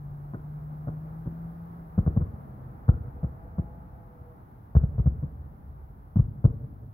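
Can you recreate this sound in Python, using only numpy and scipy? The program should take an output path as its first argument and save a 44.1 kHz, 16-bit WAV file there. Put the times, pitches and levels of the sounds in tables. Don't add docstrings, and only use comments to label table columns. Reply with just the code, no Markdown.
import sys
import numpy as np
from scipy import signal
from scipy.fft import rfft, irfft
from scipy.io import wavfile

SR = 44100
rng = np.random.default_rng(int(sys.argv[2]) if len(sys.argv) > 2 else 0)


def master(y):
    cut = np.clip(np.atleast_2d(y).T, -1, 1)
    pcm = np.round(cut * 32767)
    wavfile.write(sys.argv[1], SR, pcm.astype(np.int16))


N = 305613
TIME = np.arange(N) / SR


def from_db(db):
    return 10 ** (np.asarray(db) / 20)


def rms_one(x):
    return x / np.sqrt(np.mean(x ** 2) + 1e-20)


def in_time(rows):
    s, *columns = np.transpose(rows)
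    return [np.interp(TIME, s, c) for c in columns]


def at_hz(points, hz):
    f, value = np.transpose(points)
    return np.interp(np.log(hz + 1), np.log(f), value)


def butter(x, hz, kind, order):
    return signal.sosfilt(signal.butter(order, min(hz, .45 * SR), kind, fs=SR, output="sos"), x)


def colour(x, spectrum):
    size = 8192
    hz = np.fft.rfftfreq(size, 1 / SR)
    cepstrum = irfft(np.log(from_db(at_hz(spectrum, hz))))
    cepstrum[1:size // 2] *= 2
    cepstrum[size // 2 + 1:] = 0
    response = irfft(np.exp(rfft(cepstrum)))
    return signal.fftconvolve(x, response[None], axes=1)[:, :x.shape[1]]


def drift(rate_hz):
    knots = rng.standard_normal(int(N / SR * rate_hz) + 2)
    return np.interp(TIME * rate_hz, np.arange(len(knots)), knots)


def diffuse(spectrum, size):
    # f/Hz, correlation/-1..1
    likeness = [(30, 1), (125, 0.93), (250, 0.87), (500, .5), (1000, -0.74), (2000, 0.018), (4000, 0.),
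                (16000, -0.063)]
    hz = np.fft.rfftfreq(size, 1 / SR)
    mid, side = rfft(rng.standard_normal((2, size)))
    alike = np.clip(at_hz(likeness, hz), -1, 1)
    both = np.sqrt(1 + alike) * mid + np.sqrt(1 - alike) * side * [[1], [-1]]
    return irfft(both * from_db(at_hz(spectrum, hz)), size)


def from_left(x, lag_s):
    left, right = np.broadcast_to(x, (2, N))
    lagged = np.interp(TIME - lag_s, TIME, right)
    return np.array([left, lagged]) * from_db([[.5], [-.5]])


def add(track, sound, s):
    start = int(np.clip(round(s * SR), 0, N - 1))
    track[..., start:start + sound.shape[-1]] += sound[..., :N - start]


def thump(hz, damping=0.6, front=0.98, low_cut_hz=48, reach=3.16):
    turn = 2 * np.pi * hz * TIME[:SR // 6]
    wave = np.exp(-damping * turn) * (np.cos(turn) - damping * np.sin(turn))
    wave = butter(wave, front * hz, "low", order=1)
    wave = butter(wave, reach * hz, "low", order=6)
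    wave = butter(wave, low_cut_hz, "high", order=4)
    return wave / np.abs(wave).max()


def crack(bright_db, scatter_db=-19, front_db=2.0, wide_db=-7, smear_s=.006):
    # f/Hz, relative level/dB
    air = [(150, -19.5), (280, -1), (370, 0.5), (480, 4), (600, 1), (850, -9.5), (1100, -7), (1450, -11.5),
           (1900, -26.5), (2600, -51), (7000, -62), (11000, -69)]
    tilt_low_hz, tilt_high_hz = 300, 1900
    t = TIME[:SR // 14]
    ahead, sides = rng.standard_normal((2, len(t)))
    spray = ahead + from_db(wide_db) * sides * [[1], [-1]]
    spray = from_db(scatter_db) * spray * np.exp(-t / smear_s)
    middle_hz = np.sqrt(tilt_low_hz * tilt_high_hz)
    tilted = []
    for hz, db in air:
        octaves = np.log2(np.clip(hz, tilt_low_hz, tilt_high_hz) / middle_hz)
        tilted.append((hz, db + bright_db * octaves))
    front = colour((t == 0)[None] * 1., tilted)
    frayed = from_db(front_db) * front + colour(spray, tilted)
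    return frayed * (1 - t / t[-1]) / np.abs(front).max()


def bursts(rise_ms=1.84, cracks_db=5.5, crack_follows=0.93, second_dull_db=-2.5):
    # t/s, thump level/dB, thump f/Hz, first echo delay/ms,
    # lean to first echo/dB, crack level before cracks_db/dB, crack brightness/(dB/octave)
    shells = [(0.336, -29, 123.3, 8.9, 4.5, -44, 1.5), (0.8729, -28, 110, 8.64, 2, -43, -0.5),
              (1.2585, -28.5, 120.3, 8.6, -3.5, -47.5, 0), (1.9778, -13, 82.5, 4.76, 0, -39, 0.5),
              (2.063, -16, 82.4, 6.2, -2, -38, 0), (2.1642, -15, 84, 3.65, -2.5, -40.5, -1.5),
              (2.2077, -21.5, 72.7, 6.25, -1.5, -45, 0.5), (2.8809, -18, 71.3, 8.77, 12, -39, 0),
              (3.2306, -20.5, 81.5, 6.1, -0.5, -44, 0), (3.5825, -19.5, 89.0, 5.33, -1.0, -44.5, -0.5),
              (4.751, -12.5, 66.6, 7.24, -6.5, -35.5, 1.5), (4.8293, -19.5, 69, 7.15, 7.5, -51.5, -0.5),
              (4.9807, -17.5, 62.2, 9.0, -1.5, -43, -1.5), (5.058, -14, 74.3, 7.0, -2.5, -43.5, 1),
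              (5.2263, -23.5, 82.0, 7.37, 2.0, -51, -2), (6.1581, -14.5, 91, 4.16, -2, -43.5, 1),
              (6.1865, -13.5, 60.0, 8.3, 6.0, -48.5, 1.5), (6.442, -11, 68.5, 8.67, 5, -39.5, -1)]
    first_echo_db, second_wall_db = 1.0, 4
    second_loses = .45
    wall_gap_ms, gap_share = 4.1, .33
    thumps, cracks = np.zeros(N), np.zeros((2, N))
    for s, thump_db, hz, echo_ms, lean_db, crack_db, bright_db in shells:
        body = from_db(thump_db) * thump(hz)
        direct = 0, 0, 0
        first = echo_ms, first_echo_db + lean_db, 0
        second_ms = echo_ms + wall_gap_ms + gap_share * echo_ms
        second = second_ms, second_wall_db - second_loses * lean_db, second_dull_db
        for delay_ms, echo_db, dull_db in (direct, first, second):
            add(thumps, from_db(echo_db) * body, s + (delay_ms - rise_ms) / 1000)
            arrival_db = crack_db + cracks_db + crack_follows * echo_db + dull_db
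            add(cracks, from_db(arrival_db) * crack(bright_db), s + delay_ms / 1000)
    return thumps, cracks


def yard(x, boom_hz=68, width_hz=16, boom_db=-10.0):
    # delay/s, level/dB
    houses = [(.05, -17), (.19, -23.5)]
    boom = signal.lfilter(*signal.iirpeak(boom_hz, boom_hz / width_hz, fs=SR), x)
    out = x + from_db(boom_db) * boom
    for delay_s, echo_db in houses:
        add(out, from_db(echo_db) * x, delay_s)
    return out


def neighbourhood(x, near_db=-50, near_t60_s=0.72, far_db=-58, far_t60_s=3.71, lumpy_db=4.0, gap_s=0.011):
    # f/Hz, relative level/dB
    roll = [(30, -6), (50, 2.5), (70, 6), (100, -2), (160, -4), (280, 4.5), (500, 1.5), (1200, 0),
            (3000, -13)]
    size = 2 * SR
    t = TIME[:size]
    near = from_db(near_db - 60 * t / near_t60_s)
    far = from_db(far_db - 60 * t / far_t60_s)
    clumps = rms_one(from_db(lumpy_db * drift(70)[:size]))
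    onset = np.clip(t / gap_s - 1, 0, 1)
    response = diffuse(roll, size) * np.hypot(near, far) * clumps * onset
    return signal.fftconvolve(x[None], response, axes=1)[:, :N]


def engine_tone(start_s, end_s, hz, multiple, level_db, flutter_db, waver=0.0025, fade_s=0.085):
    inside = np.clip(np.minimum(TIME - start_s + fade_s, end_s - TIME) / fade_s, 0, 1)
    phase = 2 * np.pi * multiple * np.cumsum(hz * (1 + waver * drift(45))) / SR
    level = from_db(level_db + flutter_db * drift(22))
    return np.sqrt(2) * inside * level * np.sin(phase)


def engine(whine_db=-2.5):
    # t/s, firing f/Hz, level/dB
    climb = [(0.05, 143.2, -39.5), (0.318, 145.7, -40), (0.38, 148.4, -41.5), (0.896, 152.6, -38),
             (1.404, 166.1, -39.5), (1.75, 169.0, -43)]
    # t/s, firing f/Hz, mean overtone level before whine_db/dB, brightness/(dB/order)
    pull = [(2.35, 162, -70.5, -2), (3.099, 162.1, -67.5, -0.5), (3.55, 165.6, -62, 1.5),
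            (3.921, 170, -65.5, 0.5), (4.28, 160.9, -62.5, -7), (4.449, 162, -69, 3)]
    overtones = (3, 4, 5)
    sag_hz_per_s, coast_fade_db_per_s, coast_end_s = 45, 4.5, 2.85
    hz, level_db = in_time(climb)
    coasting_s = np.maximum(TIME - climb[-1][0], 0)
    hz = hz - sag_hz_per_s * coasting_s
    level_db = level_db - coast_fade_db_per_s * coasting_s
    out = engine_tone(0, coast_end_s, hz, 1, level_db, flutter_db=1.7)
    hz, level_db, bright_db = in_time(pull)
    for multiple in overtones:
        overtone_db = level_db + whine_db + bright_db * (multiple - np.mean(overtones))
        out = out + engine_tone(pull[0][0], pull[-1][0], hz, multiple, overtone_db,
                                flutter_db=3.5, waver=0.00711)
    return out


def background(town_db=8.0, hiss_db=5.5, hiss_left_db=1.5):
    # t/s, wash level before town_db/dB, hiss level before hiss_db/dB
    levels = [(0.0, -63, -77.5), (1.43, -60.5, -75), (3.59, -62, -79.5), (4.3, -64, -79), (6.93, -68, -80)]
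    # f/Hz, density/(dB per Hz)
    rumble_spectrum = [(20, -43.5), (32, -26.5), (46, 1.5), (68, 0.5), (90, -3.5), (130, -1), (200, -9),
                       (320, -30), (600, -62.5)]
    # f/Hz, density/(dB per Hz)
    town_spectrum = [(120, -13.5), (250, 0), (380, -4.5), (475, -7.5), (560, -8), (800, -2), (1300, -10.5),
                     (2050, -25.5), (2600, -37), (4000, -64)]
    # f/Hz, density/(dB per Hz)
    hiss_spectrum = [(1500, 2), (3500, -0.5), (6000, -7), (8800, -24), (9900, -6.5), (10700, 3.5),
                     (12300, 7), (14500, 6), (15800, 7)]
    rumble_db, rumble_fade_db_per_s = -45, 0.96
    wash_db, top_db = in_time(levels)
    rumble = from_db(rumble_db - rumble_fade_db_per_s * TIME) * rms_one(diffuse(rumble_spectrum, N))
    town = from_db(wash_db + town_db + 0.58 * drift(15.0)) * rms_one(diffuse(town_spectrum, N))
    hiss = from_db(top_db + hiss_db) * rms_one(diffuse(hiss_spectrum, N))
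    return rumble + town + hiss * from_db([[hiss_left_db], [-hiss_left_db]])


def scene(thump_lag_s=0.00011, crack_lag_s=.00027):
    thumps, cracks = bursts()
    low = from_left(yard(thumps) + engine(), thump_lag_s)
    sharp = from_left(yard(cracks), crack_lag_s)
    return low + sharp + neighbourhood(thumps + cracks[0]) + background()


def record(dry, cutoff_hz=15800):
    return signal.sosfilt(signal.ellip(12, .1, 80, cutoff_hz, fs=SR, output="sos"), dry)


dry = scene()
out = record(dry)
master(out)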